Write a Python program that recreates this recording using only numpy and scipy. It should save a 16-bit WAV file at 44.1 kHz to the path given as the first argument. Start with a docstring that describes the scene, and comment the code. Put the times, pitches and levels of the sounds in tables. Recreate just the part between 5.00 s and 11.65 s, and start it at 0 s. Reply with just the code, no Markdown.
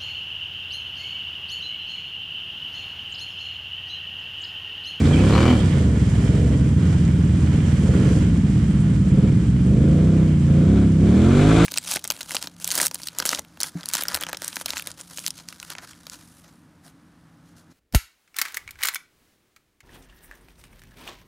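"""An engine booms and rasps close by as a V-twin quad bike revs out of water on a muddy forest track and
drives off; two more crawl up, the first blipping its throttle several times and opening up as it nears.
Uneven firing pulses pass through silencer responses for boom and bark; gas noise, ringing and shocks make
the rasp. Shaped noise and random impacts make water and mud, short noise bursts a grasshopper."""
import sys
import numpy as np
from scipy import signal
from scipy.fft import rfft, irfft, next_fast_len
from scipy.io import wavfile
from scipy.ndimage import uniform_filter1d, minimum_filter1d, map_coordinates

SR = 44100
rng = np.random.default_rng(int(sys.argv[2]) if len(sys.argv) > 2 else 0)


def dump_mix(stems):
    """Bounce the given channels to the path in sys.argv[1] as a 16-bit WAV at rate SR."""
    frames = np.atleast_2d(stems).T  # one column per channel
    limited = np.clip(frames, -1, 1)  # hard clip at full scale
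    pcm = np.round(limited * 32767).astype(np.int16)
    wavfile.write(sys.argv[1], SR, pcm)


N = 293265
TIME = np.arange(N) / SR
PASS_S = 0.362   # the leaving quad's tailpipe swings past the listener


def from_db(db):
    """Decibels to gain."""
    return 10 ** (np.asarray(db) / 20)


def in_time(rows):
    """Each column of a curve at every sample."""
    s, *columns = np.transpose(rows)
    return [np.interp(TIME, s, c) for c in columns]


def even(x, size=5000):
    """Hold the slow level near rms 1, leaving the single beats alone; size is in samples."""
    power = uniform_filter1d(uniform_filter1d(x * x, size), size)
    return x / np.sqrt(np.abs(power) + 1e-14)


def gains(points, size):
    """A spectrum table as gains on an FFT grid."""
    hz, db = np.transpose(points)
    grid_hz = np.arange(size // 2 + 1) * SR / size
    return from_db(np.interp(np.log(grid_hz + 1), np.log(hz), db))


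def colour(x, points):
    """Causal (minimum-phase) filter with the given response."""
    size = next_fast_len(N + SR // 2, True) // 2 * 2
    cepstrum = irfft(np.log(gains(points, size)))
    # folding the cepstrum onto positive time gives minimum phase
    cepstrum[1:size // 2] *= 2
    cepstrum[size // 2:] = 0
    return irfft(rfft(x, size) * np.exp(rfft(cepstrum)))[..., :N]


def crossover(x, hz, kind):
    """Steep low or high half of a signal; the two halves add in phase."""
    sos = signal.butter(4, hz, kind, fs=SR, output="sos")
    return signal.sosfiltfilt(sos, x)


def bandpass(x, order, low_hz, high_hz):
    """Causal resonant band."""
    sos = signal.butter(order, [low_hz, high_hz], "band", fs=SR, output="sos")
    return signal.sosfilt(sos, x)


def drift(rate):
    """Random wander around 0: normal draws, rate of them a second, joined by straight lines."""
    knots = rng.standard_normal(2048)
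    return map_coordinates(knots, [TIME * rate], order=1, mode="wrap")


def drops(per_s, spread):
    """Random impacts at a wandering rate, many small and a few large; spread is in dB."""
    sizes = from_db(spread * np.minimum(rng.exponential(1, N), 6)) * rng.choice([-1, 1], N)
    hits = rng.random(N) < per_s * from_db(3 * drift(25)) / SR
    return even(sizes * hits)


def grasshopper(tick_db=-4, tick_s=0.0083):
    """Short, high scrapes, about ten a second within each run: noise that strikes at once and fades after each."""
    # Each row: time in seconds, level in dB before the tick_db trim.
    ticks = [(3.705, -43), (3.8046, -41), (3.8998, -45), (4.089, -48), (4.187, -48), (4.283, -49),
             (4.374, -46), (4.4682, -45), (4.661, -45)]
    bursts = sum(from_db(db + tick_db) * (TIME > s) * np.exp(-np.abs(TIME - s) / tick_s) for s, db in ticks)
    scrape = colour(rng.standard_normal(N), [(5000, -33), (7800, 6), (9000, 6.5), (11000, -25)])
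    return bursts * even(scrape)


def water(slosh_db=11.5, spray_db=0.0, grain=0.62, patchy_db=1.0):
    """Wheels churn the pool: a gurgling wash, and spray that patters back."""
    # Level of the spray. Each row: time in seconds, level in dB before the trims.
    spray_level = [(0.0, -41), (0.3, -41.5), (0.33, -40.5), (0.94, -47), (1.2, -45), (1.76, -49.5),
                   (1.85, -45.5), (2.15, -49.5), (3.09, -44), (3.39, -49.5), (5.24, -51), (5.81, -49.5),
                   (5.96, -51), (6.48, -40.5), (6.59, -40.5), (6.65, -37)]
    # Tone of the gurgling wash. Each row: frequency in Hz, relative dB per Hz.
    slosh_colour = [(200, -0.5), (350, 10.5), (600, 1), (850, -5), (1250, -4.5), (1650, -4), (2000, -6.5),
                    (2350, -6.5), (2650, -11), (3100, -7.5), (3700, -15.5), (5000, -22), (8000, -49)]
    # Tone of the pattering spray. Each row: frequency in Hz, relative dB per Hz.
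    spray_colour = [(2500, -0.5), (4000, 4), (5500, 5), (6500, 4.5), (7300, 5.5), (8400, 4), (9200, -3),
                    (10200, -3), (11200, -17.5), (14000, -16), (15000, -35)]
    slosh_follows = 0.94   # share of the spray's swing in dB that the slosh follows
    spray, = in_time(spray_level)
    slosh = spray.mean() + slosh_follows * (spray - spray.mean())
    wash = even(colour(rng.standard_normal(N) + grain * drops(900, 2.96), slosh_colour))
    patter = even(colour(rng.standard_normal(N) + grain * drops(2500, 4.0), spray_colour))
    wash_gain = from_db(slosh + slosh_db + patchy_db * drift(40))
    patter_gain = from_db(spray + spray_db + patchy_db * drift(24))
    return wash_gain * wash + patter_gain * patter


def thrown_mud(level_db=-40, lumps_db=4, lumps_per_s=35):
    """The spinning tyres of the leaving quad fling lumps of mud that land in uneven bursts."""
    # Tone of the wet slaps. 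Each row: frequency in Hz, relative dB per Hz.
    mud_colour = [(700, -21), (1500, 5), (2400, -27), (2800, -5), (3400, 2), (4300, -4), (5500, -9),
                  (9000, -50), (12000, -52)]
    middle_s, spread_s = 0.32, 0.37   # of the shower
    flight = np.exp(-((TIME - middle_s) / spread_s) ** 2)
    bursts = from_db(level_db + lumps_db * drift(lumps_per_s))
    return bursts * flight * even(colour(drops(2300, 3.3), mud_colour))


def splats(band_hz=300, attack_s=0.0022):
    """Larger lumps squelch as they land: each squeezes out a burst of tiny bubbles around one pitch."""
    # Each row: time in seconds, pitch in Hz, level in dB before the envelope, decay in seconds.
    landings = [(0.126, 3150, -30.5, 0.019), (.132, 2400, -35, .02), (.165, 2430, -31, .022),
                (.172, 3270, -39, 0.035), (0.196, 2430, -30, .015), (0.267, 2940, -41, 0.016),
                (.335, 4200, -30, 0.017), (0.494, 3090, -29, 0.024), (0.561, 3120, -41, 0.1)]
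    out, age = np.zeros(N), TIME[:SR // 2]
    for s, hz, db, decay_s in landings:
        bubbles = bandpass(rng.standard_normal(len(age)), 2, hz - band_hz / 2, hz + band_hz / 2)
        fizz = even(bubbles, size=600)
        envelope = -np.expm1(-age / attack_s) * np.exp(-age / decay_s)
        start = int(s * SR)
        out[start:start + len(age)] += from_db(db) * fizz * envelope
    return out


def engine_speed(quad):
    """Cycles per second: the flywheel rounds off changes of speed, and a slow engine hunts more."""
    # For each quad, each row: time in seconds, speed in four-stroke cycles per second.
    speeds = {"leaving": [(0, 26.2), (.1, 29.5), (.3, 34.8), (.4, 39.1), (.48, 41.9), (.54, 40.8), (.6, 35),
              (.68, 29.9), (.8, 27.3), (.9, 22.8), (1.15, 21.6), (1.3, 22.3), (1.52, 23.8), (1.65, 22.5),
              (1.8, 26.4), (2.1, 23), (2.55, 26.3), (3.3, 22), (6.65, 24)], "coming": [(0, 16.5), (1.9, 17),
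              (2.6, 16), (2.78, 17.5), (2.92, 22.4), (3.08, 23.3), (3.3, 21.4), (3.5, 20), (3.7, 19.3),
              (3.85, 19.3), (3.95, 18.5), (4.08, 17), (4.27, 20.6), (4.45, 21.3), (4.6, 22.1), (4.85, 28.6),
              (5, 31.2), (5.12, 32.1), (5.25, 31.3), (5.45, 27.6), (5.6, 30), (5.75, 35), (5.82, 34.6),
              (5.97, 30.8), (6.1, 36.5), (6.25, 43.5), (6.4, 49.6), (6.65, 58.7)], "following": [(0, 19.3),
              (.7, 21.2), (.9, 18.4), (1.1, 18.4), (1.3, 18.6), (1.7, 19.2), (1.85, 22.6), (2.1, 20.1),
              (2.5, 20.6), (2.62, 20.9), (2.8, 18.6), (2.98, 17.9), (3.2, 19.5), (3.55, 16.1),
              (6.65, 17.5)]}
    flywheel_s = 0.05
    hunt, hunt_per_s = 0.0079, 6.0   # share of the speed at 18 cycles/s, turns of the wander a second
    speed, = in_time(speeds[quad])
    hunting = 1 + hunt * drift(hunt_per_s) * (18 / speed) ** 4
    return uniform_filter1d(speed, int(flywheel_s * SR), mode="nearest") * hunting


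def revs_of(quad):
    """The twists of one quad's throttle, as numbers."""
    # Each row: opens in seconds, shuts in seconds, time the load takes to ease in seconds,
    # boom lift in dB, bark level in dB, rasp level in dB (all at full load), quad.
    twists = [(-0.125, 0.493, 20, 2.5, -22, -24.5, "leaving"), (0.67, 0.93, 1.4, 0, -35.5, -66, "leaving"),
              (1.146, 1.543, 3, 0.7, -31.5, -62, "leaving"), (1.7, 2.551, 1.5, 0.8, -43, -61, "leaving"),
              (2.78, 3.142, 0.66, 2, -26.5, -43.5, "coming"),
              (4.062, 4.256, 0.34, 4.5, -27.5, -39.5, "coming"), (4.62, 5.215, 0.97, 3, -26, -40, "coming"),
              (5.42, 5.802, 4.7, 3, -28, -39, "coming"), (5.93, 6.65, 12, 3, -18.5, -22, "coming")]
    return np.array([row[:-1] for row in twists if row[-1] == quad])


def loads(quad, release_s, hold_s=0):
    """Load 0-1, one row a rev: builds as the throttle opens, eases as speed levels off, drops at the shut."""
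    attack_s = 0.078
    opens, shuts, eases_s = revs_of(quad).T[:3, :, None]
    age = np.maximum(TIME - opens, 0)
    since_shut = np.maximum(TIME - shuts - hold_s, 0)
    return -np.expm1(-(age / attack_s) ** 2) * np.exp(-age / eases_s - since_shut / release_s)


def drive(quad):
    """What the throttle does to one quad: speed, load, lift of the boom (dB), and gains of bark and rasp."""
    load_release_s = 0.11
    rasp_release_s, rasp_hold_s = 0.061, 0.021   # rasp dies away just after the throttle shuts
    bark_power, rasp_power = 1.87, 4.35   # each grows with this power of speed
    _, shuts, _, boom_db, bark_db, rasp_db = revs_of(quad).T
    speed, load = engine_speed(quad), loads(quad, load_release_s)
    of_top = speed / np.interp(shuts, TIME, speed)[:, None]   # against the speed at each shut
    rasp_load = loads(quad, rasp_release_s, rasp_hold_s)
    return dict(speed=speed, load=load.sum(axis=0), boom=boom_db @ load,
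                bark=from_db(bark_db) @ (load * of_top ** bark_power),
                rasp=from_db(rasp_db) @ (rasp_load * of_top ** rasp_power))


def firings(rate, second_turn, second_db, pipe_lag_s, start_turn, rough=.07, jitter_s=.00006):
    """Two unevenly spaced exhaust pulses a cycle, one by a longer pipe; slow running burns less evenly."""
    turns, out = np.cumsum(rate) / SR + start_turn, np.zeros(N)
    for offset, lag, db in ((0, pipe_lag_s, 0), (second_turn, 0, second_db)):
        at = np.flatnonzero(np.diff(np.floor(turns - offset)))
        # random timing and strength, spread as given at 20 cycles/s
        chance = rng.standard_normal((400, 2))[:len(at)].T * (20 / rate[at]) ** 2
        when = np.clip(at + (lag + jitter_s * chance[0]) * SR, 0, N - 1).astype(int)
        out[when] += from_db(db) * np.exp(rough * chance[1])
    return out


def silencer(pulses, quad, pipe, open_pipe, open_from, open_span, by_load):
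    """The harder the engine is driven, the more the sound leans to the open-throttle response."""
    throttle = np.clip((quad["speed"] - open_from) / open_span + by_load * quad["load"], 0, 1)
    return even((1 - throttle) * colour(pulses, pipe) + throttle * colour(pulses, open_pipe))


def smear(pulses, chamber_s=0.00582, feedback=.65):
    """Gas bounces in the silencer chamber, so each pulse rings on briefly (an allpass echo)."""
    size = next_fast_len(N + SR // 2, True) // 2 * 2
    trip = np.exp(-2j * np.pi * np.arange(size // 2 + 1) * SR / size * chamber_s)
    return irfft(rfft(pulses, size) * (trip - feedback) / (1 - feedback * trip))[:N]


def honk(x):
    """One low pipe resonance stands out as the rev peaks and the tailpipe points at the listener."""
    peak_s, width_s, hz, band_hz, honk_db = 0.518, 0.032, 245, 17, 12.5
    swell = from_db(honk_db) * np.exp(-((TIME - peak_s) / width_s) ** 2)
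    return x + swell * bandpass(x, 1, hz - band_hz / 2, hz + band_hz / 2)


def exhausts(leaving, coming, following, goes, comes, crossover_hz=325, rumble_db=-18, top_hz=1300):
    """Three engines share the low boom; load brings out the bark above it."""
    # Balance of the engines. Each row: time in seconds, leaving, coming and following quad in dB.
    presence = [(0, -14, -33, -23), (.55, -5.5, -22, -16), (.85, 3, -4, -5.5), (1.1, -5.5, -13, -2.5),
                (1.55, -7.5, -10.5, -8), (1.9, -7, -4.5, -0.5), (2.5, -11, -11, -5.5),
                (2.8, -10, -3.5, -0.5), (3.05, -12, -1.5, -2.5), (3.5, -19, -7, -4.5),
                (3.85, -8, -3.5, -10), (4.2, -17, -5, -5), (4.5, -15, -9, -11.5), (4.9, -12, -1, -12),
                (6.65, -29, -4.5, -18.5)]
    # Silencer responses. Each row: frequency in Hz, response in dB.
    pipe_leaving = [(25, -41), (45, -18), (72, 9), (115, 2.5), (160, -4), (220, -2.5), (290, -11),
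                    (350, -32.5), (402, -4.5), (440, -24), (480, -3.5), (535, -34), (590, -13),
                    (700, -24.5), (1000, -45.5)]
    pipe_coming = [(25, -42.5), (45, -17.5), (62, -4), (100, -1.5), (130, 5.5), (160, 3.5), (205, 2),
                   (250, -7), (320, -7.5), (380, -15.5), (430, -15.5), (470, -22), (530, -12.5), (600, -31),
                   (670, -23), (750, -40.5), (1000, -54)]
    pipe_following = [(25, -42), (50, -7), (70, -7.5), (90, 3), (115, -0.5), (140, -1.5), (165, -0.5),
                      (200, -2), (245, -13.5), (285, -9.5), (315, -8.5), (360, -26.5), (400, -11.5),
                      (480, -20), (540, -27.5), (620, -42.5), (1000, -58)]
    # Silencers at wide-open throttle. For each quad, each row: frequency in Hz, response in dB.
    pipe_open = {"leaving": [(30, -24.5), (50, -5), (70, 3.5), (90, 5.5), (115, 1.5), (140, 9.5), (165, 2),
                 (200, 2.5), (245, -3), (285, -6.5), (325, -6), (370, -6), (420, -16), (480, -10),
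                 (540, -10), (620, -16), (750, -31), (1000, -54.5)], "coming": [(30, -31), (50, -2),
                 (70, 1), (90, 3), (115, -1.5), (140, 1.5), (165, 1), (200, 4.5), (245, 1), (285, -5),
                 (325, -4), (370, -8.5), (420, -12.5), (480, -19), (540, -20), (620, -22), (750, -28),
                 (1000, -51)]}
    # Low rumble of tyres and churned mud. Each row: frequency in Hz, relative dB per Hz.
    rumble_colour = [(10, -38.5), (25, -17), (45, -9.5), (70, -1.5), (150, -12), (280, -1.5), (500, -20.5),
                     (900, -62)]
    load_trim_db = -0.5   # change in the balance for an engine under full load
    idle_boom_db, idle_bark_db = -14.5, -50.5

    leaving_db, coming_db, following_db = in_time(presence)
    rumble = from_db(rumble_db) * even(colour(rng.standard_normal(N), rumble_colour))
    first = honk(silencer(leaving, goes, pipe_leaving, pipe_open["leaving"],
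                          open_from=24.85, open_span=7.4, by_load=0.28))   # speeds in cycles/s
    second = silencer(coming, comes, pipe_coming, pipe_open["coming"],
                      open_from=32.17, open_span=1.8, by_load=0.083)
    third = even(colour(following, pipe_following))
    mix = (from_db(leaving_db + load_trim_db * goes["load"]) * first
           + from_db(coming_db + load_trim_db * comes["load"]) * second
           + from_db(following_db) * third + rumble)
    mix = crossover(smear(mix), top_hz, "low")
    low = even(crossover(mix, crossover_hz, "low"))
    high = even(crossover(mix, crossover_hz, "high"))
    boom = from_db(idle_boom_db + goes["boom"] + comes["boom"])
    bark = from_db(idle_bark_db) + goes["bark"] + comes["bark"]
    return boom * low + bark * high


def cracks(pulses, evenness=0.33):
    """Pulses steepen into short shocks at the pipe mouth; both cylinders crack about equally."""
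    # Tone of a shock. Each row: frequency in Hz, relative level in dB.
    crack_colour = [(350, -20), (750, -4), (1150, 10), (1800, -12), (2400, -2.5), (4200, -15.5),
                    (7500, -32), (12000, -45)]
    return even(colour(pulses ** evenness, crack_colour))


def rasp(pulses, spectrum, puff_s, ring, uneven_db, hiss):
    """Each firing lets out a puff of turbulent gas and sets the pipe ringing, the same way every time."""
    pulses = pulses * from_db(uneven_db * drift(150))
    fade = np.exp(-TIME[:SR // 20] / puff_s)
    puffs = signal.fftconvolve(pulses, fade)[:N]
    ringing = signal.fftconvolve(pulses, fade * rng.standard_normal(len(fade)))[:N]
    gas = even((puffs + hiss) * rng.standard_normal(N)) + ring * even(ringing)
    return even(colour(gas, spectrum))


def coming_rasp(pulses, comes):
    """Gas noise and faint shocks from the coming quad, as loud as its throttle makes them."""
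    # Each row: frequency in Hz, relative dB per Hz.
    coming_colour = [(200, -46), (410, -27), (700, 6), (820, -4.5), (960, -3), (1140, -2), (1340, 4),
                     (1590, -1.5), (1900, -12.5), (2270, -2.5), (2780, -14.5), (3350, -8), (4300, -14.5),
                     (4800, -21), (8030, -22), (10700, -38), (15000, -59)]
    crack_db = -12.5   # against the rasp
    gas = rasp(pulses, coming_colour, puff_s=0.016, ring=0.85, uneven_db=-2.5, hiss=0.47)
    return comes["rasp"] * even(from_db(crack_db) * cracks(pulses) + gas)


def pass_by(x):
    """The rasp swells as the tailpipe swings past; its open mouth then faces the listener and blares."""
    width_s, swell_db = 0.04, 5
    blare_low_hz, blare_high_hz = 790, 1340   # the pipe mouth's own band
    blare_db, blare_lead_s = -26, 0.022
    swell = from_db(swell_db * np.exp(-((TIME - PASS_S) / width_s) ** 2))
    facing = from_db(blare_db) * (1 + np.tanh((TIME - PASS_S + blare_lead_s) / width_s)) / 2
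    mouth = bandpass(x, 1, blare_low_hz, blare_high_hz)
    return swell * (x + facing * mouth)


def leaving_rasp(pulses, goes):
    """Gas noise from the leaving quad, with shocks heard around its pass."""
    # Each row: frequency in Hz, relative dB per Hz.
    leaving_colour = [(410, -31), (690, -2.5), (775, 8), (840, -6), (980, 0), (1160, -3.5), (1700, -7),
                      (2050, -8.5), (2320, -0.5), (2560, -22), (3050, -5.5), (3620, -26.5), (4150, -15),
                      (5510, -26), (7250, -23), (10700, -48), (15000, -35)]
    crack_db, crack_width_s = 1, 0.17   # against the rasp
    shocks = from_db(crack_db) * np.exp(-((TIME - PASS_S) / crack_width_s) ** 2) * cracks(pulses)
    gas = rasp(pulses, leaving_colour, puff_s=0.0075, ring=1.03, uneven_db=0.5, hiss=0.34)
    return goes["rasp"] * pass_by(even(shocks + gas))


def forest(direct, scattered, scatter_s=0.026):
    """Trunks and leaves scatter the sound, so the two sides differ much more in the treble."""
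    # Diffuse sound from the trees. Each row: frequency in Hz, side against mid in dB.
    width = [(30, -14), (60, -22), (200, -26), (400, -29), (700, -2), (2500, -4), (5000, -3.5), (9000, 4),
             (14000, -2.5)]
    # Stereo lean. Each row: frequency in Hz, left minus right in dB.
    tilt = [(60, -1), (150, -1.26), (300, 0), (700, -4.5), (1300, -3.5), (2800, -6.5), (5500, -1.5),
            (9500, -4.5), (13000, 0)]
    size = SR // 4
    echoes = rng.standard_normal(size) * np.exp(-TIME[:size] / scatter_s)
    side = colour(signal.fftconvolve(scattered, echoes / np.linalg.norm(echoes))[:N], width)
    return np.array([colour(direct + sign * side, [(hz, sign * db / 2) for hz, db in tilt])
                     for sign in (1, -1)])


def scene(rasp_pan_db=4.0):
    """Three engines, the water, flung mud and an insect among the trees."""
    goes, comes = drive("leaving"), drive("coming")
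    leaving = firings(goes["speed"], second_turn=.416, second_db=-4.0, pipe_lag_s=0.00149, start_turn=0.95)
    coming = firings(comes["speed"], second_turn=.376, second_db=-2.5, pipe_lag_s=0.00005, start_turn=.4)
    following = firings(engine_speed("following"), second_turn=0.265, second_db=-6.5,
                        pipe_lag_s=0.00035, start_turn=.7)
    around = grasshopper() + water() + thrown_mud() + splats()
    around = around + exhausts(leaving, coming, following, goes, comes)
    close = coming_rasp(coming, comes) + leaving_rasp(leaving, goes)
    direct = from_db([[rasp_pan_db / 2], [-rasp_pan_db / 2]]) * close   # rasp arrives mostly direct
    return forest(around, around + from_db(-22.5) * close) + direct


def record(dry, threshold_db=-8.5, detector_db_per_s=200, size=200, firmness=0.2, gain_db=-1.0):
    """A gentle limiter eases the peaks by a share (firmness) of their overshoot; the top is cut."""
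    cutoff_hz = 16000   # where the cut reaches its full 70 dB
    over = np.maximum(20 * np.log10(np.abs(dry).max(axis=0) + 1e-9) - threshold_db, 0)
    # the detected overshoot jumps up at once and falls back at a steady rate
    fall = detector_db_per_s * TIME
    held = np.maximum.accumulate(over + fall) - fall
    cut = uniform_filter1d(minimum_filter1d(-held, size), size)
    low_pass = signal.cheby2(12, 70, cutoff_hz, fs=SR, output="sos")
    return signal.sosfilt(low_pass, dry * from_db(firmness * cut + gain_db))


dry = scene()
out = record(dry)
dump_mix(out)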